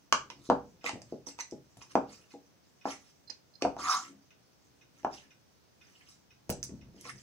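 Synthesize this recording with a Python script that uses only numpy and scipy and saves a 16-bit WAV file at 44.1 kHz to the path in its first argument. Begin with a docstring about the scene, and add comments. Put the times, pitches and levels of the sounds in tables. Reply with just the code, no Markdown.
"""In the hush of a kitchen, soft dough squelches faintly and its enamel bowl rubs on the table. A spoon knocks
the bowl: the dough-laden wall rings briefly, the table thumps and the contact cracks, at times with a thin
bright flash. The spoon scrapes along the wall with a gritty hiss, rasp and hum. A clock ticks far off, the
bowl's foot bumps down with a deep boom, and small metal clinks midway."""
import sys
import numpy as np
from scipy import signal
from scipy.fft import rfft, irfft
from scipy.io import wavfile
from scipy.ndimage import uniform_filter1d

SR = 44100
rng = np.random.default_rng(int(sys.argv[2]) if len(sys.argv) > 2 else 0)


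def unload_wav(signal):
    """Save mono or channel-first audio to the path in sys.argv[1] as 16-bit WAV at rate SR, clipped to [-1, 1]."""
    wavfile.write(
        sys.argv[1],
        SR,
        np.round(np.clip(np.atleast_2d(signal).T, -1, 1) * 32767).astype(np.int16),
    )


N = 318402


def gain_of(db):
    """Decibels to gain."""
    return 10 ** (np.asarray(db) / 20)


def unit_rms(x):
    """Scales to rms 1."""
    return x / np.sqrt(np.mean(x ** 2) + 1e-20)


def curve_at(points, hz):
    """Reads a curve on a log-frequency axis."""
    freq_hz, value = np.transpose(points)
    return np.interp(np.log(hz + 1), np.log(freq_hz + 1), value)


def add(mix, start_s, sound):
    """Mixes a sound in at a time."""
    part = mix[..., round(start_s * SR):][..., :sound.shape[-1]]
    part += sound[..., :part.shape[-1]]


def coloured(x, spectrum):
    """Gives noise a spectrum, rms 1."""
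    n = x.shape[-1]
    return unit_rms(irfft(rfft(x) * gain_of(curve_at(spectrum, np.fft.rfftfreq(n, 1 / SR))), n))


def impulse(spectrum, size=4096):
    """The minimum-phase click of a spectrum: it starts at once."""
    log_gain = np.log(gain_of(curve_at(spectrum, abs(np.fft.fftfreq(size, 1 / SR)))))
    return np.fft.ifft(np.exp(np.conj(signal.hilbert(log_gain)))).real


def resonate(x, hz, *widths_hz):
    """Two-pole resonances in series, one for each width; rms 1."""
    for width in widths_hz:
        x = signal.lfilter(*signal.iirpeak(hz, hz / width, SR), x)
    return unit_rms(x)


def ring(modes, rise_s, spread_db=0., detune=0.):
    """One blow's dying modes, peak 1; spread and detune vary them from blow to blow."""
    t = np.arange(SR // 2) / SR
    hz, db, t60 = np.transpose(modes)[:, :, None]
    level_jitter, pitch_jitter = rng.standard_normal((2,) + db.shape)
    push = np.sin(np.pi / 2 * np.minimum(t / rise_s, 1)) ** 2  # the contact force builds smoothly
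    decays = gain_of(db + spread_db * level_jitter - 60 * t / t60)
    sound = push * (decays * np.sin(2 * np.pi * hz * (1 + detune * pitch_jitter) * t)).sum(0)
    return sound / abs(sound).max()


def burst(noise, t60_s):
    """Shapes noise into a crack: sharp attack, fast decay."""
    t = np.arange(len(noise)) / SR
    return noise * np.minimum(t / .0004, 1) * gain_of(5 - 60 * t / t60_s)


def sparkle(hz):
    """A short, broad band of noise around a pitch."""
    return resonate(rng.standard_normal(4096), hz, .54 * hz, .54 * hz)


def friction(slips_per_s, spread_db, smooth):
    """Uneven micro-slips over a smooth rub."""
    sizes = gain_of(spread_db * np.minimum(rng.exponential(1, N), 5))
    slips = sizes * (rng.random(N) < slips_per_s / SR) * rng.choice([-1., 1.], N)
    return smooth * rng.standard_normal(N) + (1 - smooth) * unit_rms(slips)


def patchy(x, depth_db=6.5, bins=5, frames=8):
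    """Sticky contact comes and goes in random blotches of frequency and time."""
    bands = signal.stft(x, nperseg=256, noverlap=192)[2]
    blotches = uniform_filter1d(rng.standard_normal(bands.shape), bins, 0)
    blotches = unit_rms(uniform_filter1d(blotches, frames, 1))
    bands *= gain_of(depth_db * blotches)
    return unit_rms(signal.istft(bands, nperseg=256, noverlap=192)[1][:len(x)])


# Room tone: freq_hz, level_db
HUSH_SPECTRUM = [(15, -46), (40, -16), (70, 2), (140, 0), (270, -4.5), (500, -9.5), (1150, -17),
                 (2500, -22.5), (5000, -26.5), (8000, -24.5), (12000, -18.5), (16000, -18.5)]

def hush():
    """A steady low bed of noise, unrelated left and right."""
    return gain_of(-61) * coloured(rng.standard_normal((2, N)), HUSH_SPECTRUM)


# Bright hiss of dough and spoon: freq_hz, level_db
HISS_SPECTRUM = [(2500, -26), (3800, -8), (5000, -5), (6500, -2), (9000, -2), (16000, -14.5)]

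def dough():
    """The dough tears and squelches faintly all the while."""
    hiss = coloured(rng.standard_normal(N), HISS_SPECTRUM)
    return gain_of(-79) * patchy(hiss, depth_db=5, bins=16, frames=40)


# Deep modes of table and legs as a whole: pitch_hz, level_db, t60_s
BOOM_MODES = [(66, -9, .2), (116.5, -2.5, 0.22), (170, -4, 0.098)]
# Woody modes of the table top: pitch_hz, level_db, t60_s
TOP_MODES = [(212, -9, .12), (250, -8, .09), (281, 0, .13), (315, -4, .1), (345, -8, .09), (384, -6, .09),
             (425, -8, .09), (486, -1, .12), (570, -6, .09), (630, -6, .08), (721, -10, .1), (830, -9, .12)]
# Fader points for the sliding bowl: time_s, rumble_db, drone_db
SLIDE_LEVELS = [(0.0, -73, -76), (0.299, -62.5, -61), (0.95, -64, -81), (1.099, -61.5, -80),
                (1.6, -87, -87), (1.98, -61, -63), (2.12, -83.5, -85), (3.77, -77, -82), (3.81, -54, -55),
                (4.05, -66.5, -60.5), (4.119, -73, -53.5), (4.242, -80, -85), (4.971, -69, -74),
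                (5.14, -69, -59), (5.4, -81, -89.5), (6.031, -69.5, -76), (6.44, -67.5, -86.5),
                (6.511, -54, -42), (6.6, -53, -55), (6.68, -47.5, -72), (6.70, -47, -49.5),
                (6.819, -46.5, -72), (6.879, -49, -74), (6.95, -63.5, -51.5), (7.09, -52, -67),
                (7.15, -51, -69), (7.22, -60, -67)]

def bowl_slide():
    """The foot's lumpy rubbing shakes the legs and the table top, the lower modes most."""
    rub = friction(slips_per_s=150, spread_db=1.5, smooth=.31)
    time_s, rumble_db, drone_db = np.transpose(SLIDE_LEVELS)
    out, t = np.zeros(N), np.arange(N) / SR
    for modes, db_per_octave, fader_db in (BOOM_MODES, -5, rumble_db), (TOP_MODES, -19, drone_db):
        shaken = sum(gain_of(db + db_per_octave * np.log2(hz / 115)) * resonate(rub, hz, 32, 90)
                     for hz, db, _ in modes)
        out += unit_rms(shaken) * gain_of(np.interp(t, time_s, fader_db))
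    return out


# Modes of the dough-laden bowl around the struck pitch: pitch_ratio, level_db
BOWL_MODES = [(1, 5), (.6, -6), (.82, -7), (1.25, -11.5), (1.551, -14.5), (2.2, -19.5), (3.0, -30.5)]
# Hard tick of the contact: freq_hz, level_db
TICK_SPECTRUM = [(760, -30.5), (1300, -6), (2500, -4), (4200, -13), (6000, -12), (8000, -14.5),
                 (11000, -23.5), (16000, -43.5)]
# Spoon hits on the bowl; the row at 0.3015 s is the spoon catching briefly during a short scrape: start_s,
# ring_db, pitch_hz, t60_s, thump_db, tick_db
SPOON_HITS = [(0.1254, -9, 1134, 0.02, -51, -16.5), (0.3015, -37.5, 977, 0.029, -49.5, -42),
              (0.4901, -23.5, 280, 0.013, -37, -57.5), (0.4998, -5.5, 800, 0.0084, -15, -36.5),
              (0.8428, -30.5, 770, 0.02, -36.5, -42), (0.8931, -25, 817, 0.019, -53, -33),
              (0.933, -31.5, 233, 0.023, -60, -69), (0.9565, -33.5, 506, 0.0097, -45, -65),
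              (1.018, -45.5, 590, 0.02, -57, -53.5), (1.124, -24, 381, 0.0081, -40.5, -77),
              (1.2700, -42, 860, 0.02, -40, -66), (1.389, -32, 940, .018, -65, -43),
              (1.5232, -26, 337, 0.016, -38, -63), (1.77, -48, 730, .018, -59, -57.5),
              (1.8168, -41, 1027, 0.01, -61.5, -53), (1.954, -7, 753, 0.014, -14.5, -35),
              (2.3380, -40.5, 393, 0.019, -35.5, -58), (2.8546, -17.5, 778, 0.023, -30, -53.5),
              (3.298, -48, 803, 0.023, -52.5, -46), (3.6223, -17.5, 500, 0.011, -21, -28),
              (3.6496, -13, 718, 0.033, -25, -71), (3.766, -26.5, 750, 0.016, -59.5, -54),
              (3.792, -34.5, 1220, 0.024, -44, -60), (5.0318, -51, 402.5, .018, -45.5, -59.5),
              (5.0473, -13, 769, 0.021, -39.5, -47.5), (6.4946, -23, 553, 0.0073, -36, -42),
              (6.5000, -36, 707, 0.016, -30.5, -38), (6.6305, -61.5, 1520, 0.014, -57, -48),
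              (6.6934, -38, 260, .018, -54, -61), (6.7190, -31, 208, 0.027, -65, -75),
              (7.053, -43, 1060, 0.047, -46, -47.5)]

def spoon_knocks(thud_t60_s=.0087):
    """Bowl and table ring low; the contact is a clean click with a few milliseconds of grit behind it."""
    bowl, thud, wood, boom, crack = np.zeros((5, N))
    click = impulse(TICK_SPECTRUM)
    click /= abs(click).max()
    for start_s, ring_db, hz, t60_s, thump_db, tick_db in SPOON_HITS:
        rise_s = .99 / hz  # a blow builds over about one cycle: low knocks are softer
        # the thud is the blow's blunt start, most of what the walls send back
        for layer, decay_s in (bowl, t60_s), (thud, min(t60_s, thud_t60_s)):
            modes = [(hz * ratio, db, decay_s) for ratio, db in BOWL_MODES]
            add(layer, start_s, -gain_of(ring_db) * ring(modes, rise_s))
        add(wood, start_s, gain_of(thump_db) * ring(TOP_MODES, rise_s=.002, spread_db=2.5, detune=.01))
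        add(boom, start_s, gain_of(thump_db - 22) * ring(BOOM_MODES, rise_s=.0033, spread_db=2))
        grit = coloured(rng.standard_normal(len(click)), TICK_SPECTRUM)
        grit += gain_of(-28.5) * sparkle(13000)
        add(crack, start_s, gain_of(tick_db) * (3 * click + .75 * burst(grit, t60_s=.0083)))
    return bowl, thud, wood, boom, crack


# Bright flashes of the spoon's contact: start_s, level_db, centre_hz, t60_s
CONTACT_FLASHES = [(0.127, -22.5, 13100, 0.0059), (1.018, -47.5, 6750, 0.018), (1.5107, -38, 7240, 0.0043),
                   (1.772, -44.5, 11500, 0.01), (3.6228, -27, 4900, 0.0023), (6.4936, -30, 10000, 0.0068),
                   (6.5, -24.5, 15100, 0.047), (6.5254, -36, 7500, .008), (6.6293, -31.5, 7060, 0.01),
                   (6.638, -33.5, 11900, 0.04), (7.0113, -35.5, 10870, 0.0051)]

def contact_flashes():
    """The spoon's contact flashes in thin, bright bursts."""
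    out = np.zeros(N)
    for start_s, db, hz, t60_s in CONTACT_FLASHES:
        add(out, start_s, gain_of(db) * burst(sparkle(hz), max(t60_s, .003)))
    return out


# Resonances of the rubbed bowl wall: pitch_hz, width_hz, level_db
WALL_RESONANCES = [(760, 40, -8), (1040, 60, 0), (1150, 60, 5), (1230, 55, 4), (1310, 60, 1)]
# Midrange rasp of a scrape: freq_hz, level_db
RASP_SPECTRUM = [(900, -36), (1500, -1), (2000, 2.5), (3200, -6), (4500, -28), (8000, -45.5)]
# Strokes on the wall: start_s, rise_s, hold_s, fall_s, hiss_db, hum_over_hiss_db, rasp_over_hiss_db
SPOON_STROKES = [(0.296, .006, 0.0076, 0.014, -56, -2, 2), (0.359, .1, 0.018, 0.021, -56.5, -12.5, -21),
                 (0.831, 0.026, 0.034, 0.016, -46, 3.5, 4.5), (1.032, 0.063, 0.025, 0.042, -67, -10, -9),
                 (1.26, 0.009, 0.015, 0.043, -46.5, -18, -13),
                 (1.379, 0.023, 0.0078, 0.0093, -40, -5.5, -5.5),
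                 (1.768, 0.056, 0.0028, 0.028, -55, -8, -10), (1.878, 0.039, 0.0025, 0.013, -52, -12, -8),
                 (2.066, 0.03, 0.011, 0.2, -58, -6.5, -4.5),
                 (2.277, 0.043, 0.0047, 0.055, -61.5, -8.5, -16),
                 (2.838, 0.044, 0.031, 0.068, -46.5, -1.5, -3), (2.983, 0.014, 0.11, 0.031, -67, -13, -9),
                 (3.609, .014, .002, .004, -48.5, 4.5, -10), (3.775, 0.024, 0.099, 0.032, -44.5, 3.5, -7.5),
                 (3.827, 0.083, 0.036, 0.099, -36.5, 8.5, -10.5),
                 (3.99, 0.049, 0.047, 0.032, -57.5, -0.5, -1), (4.923, 0.068, 0.014, 0.018, -65.5, -10, -4),
                 (5.096, 0.034, 0.015, 0.14, -55.5, -21, -0.5), (5.788, 0.027, 0.27, 0.027, -70.5, -10, -2),
                 (6.08, 0.0084, 0.003, 0.11, -57.5, -13.5, -14.5), (6.904, 0.1, 0.073, .02, -63, -36, -4),
                 (7.039, 0.058, 0.0045, 0.021, -44, -2.5, -10), (7.142, 0.17, 0.015, .02, -44.5, -22, -10)]

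def spoon_scrapes(ends_db=-23.5):
    """The spoon's grit hisses and rasps in the air and hums in the wall; pressure rises, holds, falls."""
    rub = friction(slips_per_s=1800, spread_db=5.5, smooth=.65)
    hum = sum(gain_of(db) * resonate(rub, hz, width, 3 * width) for hz, width, db in WALL_RESONANCES)
    faders = np.zeros((3, N))
    for start_s, rise_s, hold_s, fall_s, hiss_db, hum_db, rasp_db in SPOON_STROKES:
        corners_s = np.cumsum([0, rise_s, hold_s, fall_s])
        t = np.arange(0, corners_s[-1], 1 / SR)
        pressure = gain_of(np.interp(t, corners_s, [ends_db, 0, 0, ends_db]))
        pressure *= signal.windows.tukey(len(t), .08)
        add(faders, start_s, pressure * gain_of(hiss_db + np.array([[0], [hum_db], [rasp_db]])))
    hiss_gain, hum_gain, rasp_gain = faders
    hiss = hiss_gain * patchy(coloured(rub, HISS_SPECTRUM))
    rasp = rasp_gain * patchy(coloured(rub, RASP_SPECTRUM))
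    return hum_gain * unit_rms(hum), hiss + rasp


# Modes of the clock's tick: pitch_hz, level_db, t60_s
CLOCK_MODES = [(1532, -8, .025), (2060, -6, .025), (2525, -3, .025), (2784, -6, .02), (3670, -8, .015),
               (5400, -7, .012), (5900, -8, .012)]

def clock(tick_s=.302, tock_s=.808):
    """A slightly uneven tick-tock, one pair each second."""
    out = np.zeros(N)
    for second in range(N // SR):
        for offset_s in tick_s, tock_s:
            tick = ring(CLOCK_MODES, rise_s=.001047, spread_db=1, detune=.019)
            add(out, second + offset_s, gain_of(-49.5) * tick)
    return out


# Bumps of the bowl on the table: start_s, level_db, ring_time_ratio
FOOT_BUMPS = [(.5, -34, 1.1), (0.936, -36.5, .9), (1.124, -45.5, 0.94), (1.7701, -44.5, 1.15),
              (3.649, -34, 1.06), (6.4962, -20, 0.46)]

def bowl_bumps():
    """The bowl's foot comes down and the whole table booms."""
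    out = np.zeros(N)
    for start_s, db, ring_time_ratio in FOOT_BUMPS:
        modes = np.multiply(BOOM_MODES, [1, 1, ring_time_ratio])
        add(out, start_s, gain_of(db) * ring(modes, rise_s=.005, spread_db=3))
    return out


# Modes of the small metal: pitch_hz, level_db, t60_s
METAL_MODES = [(3650, -18, .025), (4190, -1, .04), (4330, -8, .025), (4435, -2, .03), (4930, -9, .03),
               (4965, -4, .04), (5415, -11, .02), (5650, -9, .02), (6050, -8, .025), (6270, -11, .02),
               (6800, -20, .03), (7900, -14, .015)]
# Clinks: start_s, level_db, left_over_right_db, rise_s, tilt_db_per_octave
METAL_HITS = [(3.272, -49.5, -7.5, 0.031, -33), (3.2990, -32.5, -10, .004, 6),
              (3.3732, -72.5, -5.5, 0.0064, -8.5), (3.5349, -62, -14, .008, -16),
              (3.552, -49, -9.5, 0.0048, -18.5)]

def metal_clinks():
    """Small metal rings briefly, off to the right."""
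    out = np.zeros((2, N))
    hz, mode_db, t60_s = np.transpose(METAL_MODES)
    octaves_up = np.log2(hz / hz[1]).clip(0)  # the tilt acts above the second mode
    for start_s, db, pan_db, rise_s, tilt in METAL_HITS:
        modes = np.transpose([hz, mode_db + tilt * octaves_up, t60_s])
        side_gains = gain_of(db + np.array([[.5], [-.5]]) * pan_db)
        add(out, start_s, side_gains * ring(modes, rise_s, spread_db=1.5, detune=.002))
    return out


# Reverb time of the kitchen: freq_hz, t60_s
KITCHEN_DECAY = [(100, 0.66), (260, 0.22), (700, 0.24), (1840, 0.24), (4850, 0.22), (8000, 0.24),
                 (12800, 0.05)]

def kitchen(send, alike_hz=900):
    """Sparse echoes of random sign, each band dying at its own speed; bass reaches both sides alike."""
    taps = np.zeros((3, SR // 2))
    grid = np.arange(120, SR // 2 - 20, 20)
    arrivals = grid + rng.integers(0, 20, (3, len(grid)))
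    np.put_along_axis(taps, arrivals, rng.choice([-1., 1.], arrivals.shape), 1)
    hz, t, bands = signal.stft(taps, SR, nperseg=256)
    alike = .9 / (1 + (hz[:, None] / alike_hz) ** 2)
    bands = np.sqrt(alike) * bands[2] + np.sqrt(1 - alike) * bands[:2]
    decay = gain_of(-60 * t / curve_at(KITCHEN_DECAY, hz)[:, None])
    tail = signal.istft(bands * decay, SR, nperseg=256)[1]
    return signal.fftconvolve(send[None], tail / np.linalg.norm(tail[0]), axes=1)[:, :N]


def pan(x, lag_samples, left_db):
    """The right side hears the sound late; left_db is the left's level over the right's."""
    return np.array([x * gain_of(left_db / 2), np.roll(x, lag_samples) * gain_of(-left_db / 2)])


# The two microphone ports' housings favour different bands: freq_hz, left_over_right_db
PORT_BALANCE = [(20, 4), (150, .5), (1200, 0), (2200, -0.5), (4000, -2), (6200, -4), (7400, 11),
                (10000, 13), (12000, 6), (14500, -2), (16000, -2)]

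def scene():
    """Bowl and table up close, nearly centred in the bass and wider in the treble, the room behind."""
    bowl, thud, wood, boom, crack = spoon_knocks()
    hum, scrape = spoon_scrapes()
    wood += bowl_slide()
    boom += bowl_bumps()
    crack += contact_flashes()
    hiss = scrape + dough()
    metal = metal_clinks()
    near = pan(bowl + wood + boom + hum, lag_samples=3, left_db=.3) + metal
    near += pan(crack, lag_samples=5, left_db=-4.5) + pan(hiss, lag_samples=12, left_db=-4.5)
    sends_db = [(bowl, -13), (thud, -5.5), (wood, -6), (hum, -15.5),
                (crack, -4), (hiss, -3.5), (boom, -10.5), (metal.mean(0), -8)]
    send = sum(gain_of(db) * layer for layer, db in sends_db)
    room = kitchen(send + clock())  # the far clock arrives only through the room
    housings = np.array([impulse(np.multiply(PORT_BALANCE, [1, half])) for half in (.5, -.5)])
    return signal.oaconvolve(near + room, housings, axes=1)[:, :N] + hush()


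# Tone of the microphone: freq_hz, gain_db
MICROPHONE_EQ = [(20, -13), (45, -13.5), (80, -6), (4000, 1.5), (5300, 5), (6200, 3.5), (7200, -5.5),
                 (9000, -9.5), (12000, -17.5), (13700, -25.5), (14600, -5.5), (15200, -7.5), (16000, -14)]
CUTOFF_HZ = 15900

def record(dry):
    """The microphone's colour, then a steep high cut."""
    heard = signal.oaconvolve(dry, impulse(MICROPHONE_EQ)[None])[:, :N]
    high_cut = signal.firwin(511, CUTOFF_HZ, window=("kaiser", 9), fs=SR)
    return signal.oaconvolve(heard, high_cut[None], "same")


dry = scene()
out = record(dry)
unload_wav(out)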